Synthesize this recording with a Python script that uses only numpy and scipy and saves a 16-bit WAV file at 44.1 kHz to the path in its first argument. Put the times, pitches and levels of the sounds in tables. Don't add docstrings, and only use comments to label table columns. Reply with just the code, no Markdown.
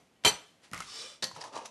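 import sys
import numpy as np
from scipy import signal
from scipy.fft import rfft, irfft
from scipy.io import wavfile
from scipy.ndimage import uniform_filter1d

SR = 44100
rng = np.random.default_rng(int(sys.argv[2]) if len(sys.argv) > 2 else 0)


def volts_from_db(level):
    exponent = np.asarray(level, float) / 20
    return 10 ** exponent


def dump(signal):
    limited = np.clip(np.atleast_2d(signal).T, -1, 1)
    pcm = np.round(limited * 32767).astype(np.int16)
    wavfile.write(sys.argv[1], SR, pcm)


N = 74970
TIME_S = np.arange(N) / SR
BODY, CRUMBS = 3, 4


def unit(x):
    return x / np.sqrt(np.mean(x ** 2))


def colour(x, points):
    hz, db = np.array(points).T
    size = 4096
    bins_hz = np.arange(size // 2 + 1) * SR / size
    log_gain = np.interp(np.log(bins_hz + 1), np.log(hz), db) * np.log(10) / 20
    cepstrum = irfft(log_gain)
    folded = np.concatenate([cepstrum[:1], 2 * cepstrum[1:size // 2], np.zeros(size // 2)])
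    impulse = irfft(np.exp(rfft(folded)))[:size // 2]
    return signal.fftconvolve(x, impulse)[:N]


def hit(start_s):
    return (np.arange(N) == int(start_s * SR)) * 1.0


def ring(x, hz, t60_s):
    pole = np.exp(2j * np.pi * hz / SR - np.log(1000) / (t60_s * SR))
    return signal.lfilter([1], [1, -pole], x).imag


def band(x, hz, width_hz):
    return signal.lfilter(*signal.iirpeak(hz, hz / width_hz, SR), x)


def sliding(x, hz, width_hz):
    turn = np.exp(2j * np.pi * np.cumsum(hz) / SR)
    keep = np.exp(-np.pi * width_hz / SR)
    return 2 * (turn * signal.lfilter([1 - keep], [1, -keep], x / turn)).real


def walk(rate_hz):
    k = int(SR / rate_hz)
    return unit(uniform_filter1d(uniform_filter1d(rng.standard_normal(N), k), k))


def grit(grain_db, grain_s):
    k = max(int(grain_s * SR), 1)
    grain_gain = volts_from_db(grain_db * rng.exponential(size=N)[:N // k + 1])
    size = np.repeat(grain_gain, k)[:N]
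    return unit(uniform_filter1d(size, k) * rng.standard_normal(N))


def pressure(curve):
    time_s, level_db = np.array(curve).T
    return volts_from_db(np.interp(TIME_S, time_s, level_db, left=-200, right=-200))


def contacts(rows, column):
    push = np.zeros(N)
    for row in rows:
        peak_s, rise_s, fall_s = row[:3]
        slope_s = np.where(TIME_S < peak_s, rise_s, fall_s)
        push += volts_from_db(row[column]) * np.exp(-np.abs(TIME_S - peak_s) / slope_s)
    return push


def scrape(push, points, peaks, grain_db, grain_s, peak_db, bend=1.0):
    travel = np.interp(TIME_S, (0.87, 1.13), [0, 1])
    tracks = []
    for hz, width_hz, db, *end_hz in peaks:
        slide_hz = end_hz[0] - hz if end_hz else 0
        patchy_db = 3.5 * walk(25)
        tracks.append((bend * (hz + travel * slide_hz), width_hz, volts_from_db(peak_db + db + patchy_db)))

    def body(x):
        y = colour(x, points)
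        return y + sum(gain * sliding(y, hz, width_hz) for hz, width_hz, gain in tracks)

    x = grit(grain_db, grain_s)
    steady_rms = np.sqrt(np.mean(body(x) ** 2))
    return body(x * push) / steady_rms


# pitch_hz, density_db (per Hz)
HUM_COLOUR = [(15, -21), (25, -17.5), (246, -6.5), (288, -9.5), (697, -13), (1640, -21.5), (1970, -19.5),
              (2130, -19.5), (12500, -33), (16200, -69), (22000, -120)]


def hum():
    fading = volts_from_db(-66.5 - 60 * TIME_S / 0.22)
    return unit(colour(rng.standard_normal(N), HUM_COLOUR)) * (volts_from_db(-67.5) + fading)


# start_s, level_db, pitch_hz
CLINKS = [
    (0, -74.5, 6000),
    (.158, -72, 1920),
    (0.158, -72.5, 3020),
]


def clinks():
    t60_s = 0.27
    return sum(volts_from_db(db) * ring(hit(s), hz, t60_s) for s, db, hz in CLINKS)


# pitch_hz, level_db, t60_s
KNIFE_MODES = [(424.3, -8.5, 0.1), (952, -6, 0.13), (1457, -11.5, 0.096), (2027, -9, 0.045),
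               (2407, 0.5, 0.045), (3103, 0.5, 0.11), (4076, 2, 0.055), (4470, -2.5, 0.23),
               (5984, -0.5, 0.2), (7120, -5.5, 0.13), (7610, -4.5, 0.24), (8580, -12.5, 0.22),
               (9390, -7.5, 0.16), (11410, -5.5, 0.082)]
# start_s, level_db, chatter_s
BOUNCES = [
    (0.237, -30.5, 0.03),
    (0.2482, -3, 0.0058),
    (0.2546, -11.5, 0.0057),
    (0.262, -10, 0.0052),
    (0.2658, -9.5, 0.0042),
    (0.2727, -12, 0.0048),
    (0.2766, -12.5, 0.0048),
    (.284, -17, 0.011),
    (0.298, -25.5, 0.028),
]
# pitch_hz, density_db (per Hz)
COUNTER_COLOUR = [(24, -52), (40, -10.5), (412, -8.5), (576, -5), (932, -3), (2750, -6.5), (3100, -3.5),
                  (9150, -17), (12500, -25), (16200, -51), (22000, -120)]


def knife():
    push = sum(volts_from_db(db) * (TIME_S >= s) * np.exp(-np.abs(TIME_S - s) / chatter_s)
               for s, db, chatter_s in BOUNCES)
    landing_s = BOUNCES[1][0]
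    strike = grit(1.6, 0.0005) * push * (TIME_S >= landing_s)
    lying = np.clip((TIME_S - 0.298) / 0.0012, 0, 1)
    twin_split, twin_db = 0.012, -5
    blade = np.zeros(N)
    for hz, db, t60_s in KNIFE_MODES:
        flutter_db = 4.5 * walk(90)
        pair = ring(strike, hz, t60_s) + volts_from_db(twin_db) * ring(strike, hz * (1 + twin_split), t60_s)
        blade += volts_from_db(db + lying * (-7.5 + flutter_db)) * pair
    counter = scrape(push, COUNTER_COLOUR, [], 0.77, 0.00077, 0)
    return blade * volts_from_db(-43), counter * volts_from_db(-15)


# time_s, level_db
BRUSH = [
    (.615, -76),
    (.642, -55.5),
    (.71, -73.5),
]
# pitch_hz, density_db (per Hz)
BRUSH_COLOUR = [(180, -39), (300, -14), (1050, -11), (4000, -12), (10900, -23), (12500, -43), (16200, -44),
                (22000, -120)]


def brush():
    return scrape(pressure(BRUSH), BRUSH_COLOUR, [], 1.7, 0.001, 0)


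# start_s, crack_db, ring_hz, ring_db
TICKS = [(0.7144, -40, 2950, -60), (0.725, -42, 2470, -64), (0.7336, -25, 1392, -28),
         (0.745, -28, 2200, -37), (0.7627, -40, 1510, -47), (0.7775, -31, 2140, -36),
         (0.7904, -36, 1250, -49), (0.8045, -24.5, 1303, -29.5), (.8203, -38, 2130, -35),
         (1.2249, -24.5, 3810, -26.5), (1.241, -17.5, 4815, -26), (1.3135, -50, 1030, -37.5),
         (1.3623, -43.5, 1270, -38.5), (1.4148, -56, 4790, -34.5), (1.4381, -44, 1710, -39.5),
         (1.4445, -45, 920, -40), (1.6574, -29.5, 1230, -41)]
# start_s, level_db, pitch_hz
THUDS = [
    (0.716, -43.5, 205),
    (0.743, -48, 159),
    (0.784, -46, 166),
    (1.229, -55, 146),
    (1.33, -52, 109),
    (1.369, -45.5, 159),
]


def ticks():
    crack_s, ring_t60_s, thud_t60_s = 0.00081, 0.025, 0.096
    noise = rng.standard_normal(N)
    cracks, rings = np.zeros(N), np.zeros(N)
    for s, crack_db, hz, ring_db in TICKS:
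        burst = noise * (TIME_S >= s) * np.exp(-np.abs(TIME_S - s) / crack_s)
        cracks += volts_from_db(crack_db) * (2 * hit(s) + burst)
        rings += volts_from_db(ring_db) * ring(hit(s), hz, ring_t60_s)
    for s, db, hz in THUDS:
        rings += volts_from_db(db) * band(ring(hit(s), hz, thud_t60_s), hz, 150)
    return rings, volts_from_db(-1) * band(cracks, 5500, 6300)


# peak_s, rise_s, fall_s, body_db, crumb_db
RATTLE = [
    (.718, 0.0029, 0.0071, -53, -62),
    (.735, 0.0022, 0.004, -30.5, -44),
    (.746, 0.0053, 0.023, -42, -55),
    (.762, 0.0047, 0.048, -48.5, -54),
    (.779, 0.0042, 0.0089, -59, -58),
    (.806, 0.0045, 0.0066, -39, -45),
    (.821, 0.000977, 0.061, -62, -51.5),
]
# pitch_hz, density_db (per Hz)
RATTLE_COLOUR = [(24, -28), (40, 1), (85, -6), (176, -2), (248, -7.5), (426, -11), (1150, -6),
                 (3000, -14.5), (3900, -31), (6600, -120)]
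# pitch_hz, width_hz, level_db
RATTLE_PEAKS = [(1245, 77, -1), (1460, 130, -1.1), (2080, 220, 0.29)]


def rattle():
    return volts_from_db(-2.5) * scrape(contacts(RATTLE, BODY), RATTLE_COLOUR, RATTLE_PEAKS, 2.0, 0.0017, 7.3)


# peak_s, rise_s, fall_s, body_db, crumb_db
SHORT = [(1.352, 0.003585, 0.011, -73, -52), (1.363, 0.0005, 0.013, -47.5, -49),
         (1.39, 0.024, 0.0095, -47, -68.5), (1.416, 0.008, 0.0051, -48.5, -42.5),
         (1.424, 0.0032, .006, -43, -51), (1.439, 0.00051, 0.02, -41, -45.5),
         (1.475, 0.014, 0.019, -50.5, -57.5), (1.527, 0.0013, .008, -51, -55.5),
         (1.539, 0.0073, 0.012, -41, -56.5), (1.558, 0.0055, 0.0053, -45.5, -43),
         (1.565, 0.0033, 0.0063, -38.5, -47), (1.576, 0.0038, 0.013, -43.5, -46.5),
         (1.615, 0.026, 0.031, -46.5, -60), (1.652, 0.0046, .004, -49, -51.5),
         (1.658, 0.0014, 0.0079, -55, -41.5)]
# pitch_hz, density_db (per Hz)
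CRUMB_COLOUR = [(1060, 6), (1800, 15), (3390, 16), (4690, 14), (5690, 15), (10800, 7), (12500, -27),
                (16200, -83), (22000, -120)]
# pitch_hz, width_hz, level_db
CRUMB_PEAKS = [(3890, 210, -13), (4710, 530, -9), (5740, 1100, -10.5)]


def crumbs():
    broken = scrape(contacts(RATTLE, CRUMBS), CRUMB_COLOUR, [], 1.1, 0.0013, 0)
    ground = scrape(contacts(SHORT, CRUMBS), CRUMB_COLOUR, CRUMB_PEAKS, 1.8, 0.0008, 9.5)
    return broken + ground


# time_s, level_db
STROKE = [
    (.82, -83),
    (.87, -51),
    (.93, -46.5),
    (1.0, -43.5),
    (1.06, -45),
    (1.11, -50.5),
    (1.16, -57.5),
    (1.21, -85),
    (1.23, -68),
]
# pitch_hz, density_db (per Hz)
STROKE_COLOUR = [(120, -11), (300, -12), (1200, -6.5), (5350, -5.5), (9700, -8.5), (10200, -21),
                 (10900, -16), (11500, -23)]
# start_hz, width_hz, level_db, end_hz
STROKE_PEAKS = [(371, 74, 7, 540), (1160, 60, 4.5, 1233), (2290, 70, -2, 2410), (3000, 75, 0, 3050),
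                (3600, 120, 2.5, 3500), (3860, 110, 0, 3950), (4450, 270, 0, 4880), (5150, 300, 0, 5480),
                (7300, 64, -4, 7650), (8470, 81, -13.5, 8420), (9750, 92, -6, 16000)]


def long_stroke():
    return scrape(pressure(STROKE), STROKE_COLOUR, STROKE_PEAKS, 0.98, 0.00047, 9)


# peak_s, rise_s, fall_s, body_db, crumb_db
KNOCK = [
    (1.2245, 0.00041, 0.013, -30.5, -29),
    (1.232, 0.0019, 0.0093, -38.5, -35),
    (1.2425, 0.0011, 0.0038, -71, -24),
    (1.25, 0.0038, 0.033, -58.5, -43.5),
    (1.314, 0.00081, 0.0079, -49, -48.5),
    (1.333, 0.005, 0.018, -58, -70),
]
# pitch_hz, density_db (per Hz)
KNOCK_COLOUR = [(40, -39), (130, 1.5), (530, -2), (1300, -6.5), (1820, -8), (2300, -14), (5000, -56)]
# pitch_hz, width_hz, level_db
KNOCK_PEAKS = [(533, 14, 0), (1790, 130, -0.8)]
# pitch_hz, width_hz, level_db
KNOCK_BRIGHT = [(3650, 770, -8.5), (4500, 560, 16), (5630, 950, 14.5), (7300, 1230, 5.5)]


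def knock():
    hollow = scrape(contacts(KNOCK, BODY), KNOCK_COLOUR, KNOCK_PEAKS, 2.0, 0.001, 8.5)
    bright = scrape(contacts(KNOCK, CRUMBS), CRUMB_COLOUR, KNOCK_BRIGHT, 1.3, 0.00092, 21)
    return hollow * volts_from_db(-5.5) + bright * volts_from_db(-4.5)


# pitch_hz, density_db (per Hz)
TUB_COLOUR = [(29, -100), (90, -21), (400, -6), (721, -6), (952, 1), (1410, -13), (2500, -23), (3250, -27),
              (5500, -82)]
# pitch_hz, width_hz, level_db
TUB_PEAKS = [(525, 40, 0), (690, 60, 0.5), (934, 140, -4), (1211, 55, -5.5), (1750, 120, -1.5),
             (2920, 300, 6)]
# time_s, pitch_factor
FLEX = [
    (1.35, 1.12),
    (1.40, 0.92),
    (1.44, 1.13),
    (1.48, .97),
    (1.53, 0.99),
    (1.58, 0.947),
    (1.63, .97),
    (1.68, 0.94),
]


def tub_rub():
    bend = np.interp(TIME_S, *np.array(FLEX).T)
    return scrape(contacts(SHORT, BODY), TUB_COLOUR, TUB_PEAKS, 2.0, 0.0015, 4.9, bend=bend)


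def room(x):
    t = np.arange(SR) / SR
    noise = rng.standard_normal(len(t))
    low = signal.lfilter(*signal.butter(1, 2060, fs=SR), noise)
    low_decay = volts_from_db(-60 * t / 0.36)
    high_decay = volts_from_db(-60 * t / 0.13) + volts_from_db(-15 - 60 * t / 0.66)
    tail = low * low_decay + (noise - low) * high_decay
    tail = tail * (t > 0.004)
    return signal.fftconvolve(x, tail / np.sqrt(np.sum(tail ** 2)))[:N] * volts_from_db(-8.5)


def scene():
    blade, counter = knife()
    rings, cracks = ticks()
    rubbing = brush() + long_stroke() + rattle() + knock() + tub_rub() + crumbs()
    noisy = counter + cracks + rubbing
    ringing = blade + rings + clinks()
    echoes = room(noisy + volts_from_db(-14) * ringing)
    return (noisy + ringing + echoes + hum())[None]


def roll_off(x):
    return signal.sosfilt(signal.butter(12, 12750, fs=SR, output="sos"), x)


def record(dry):
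    x = signal.sosfilt(signal.butter(2, 59.7, "high", fs=SR, output="sos"), dry)
    x = x - 0.49 * band(x, 10140, 440)
    x = signal.sosfilt(signal.cheby1(10, 0.5, 12000, fs=SR, output="sos"), x)
    return roll_off(x)


dry = scene()
out = record(dry)
dump(out)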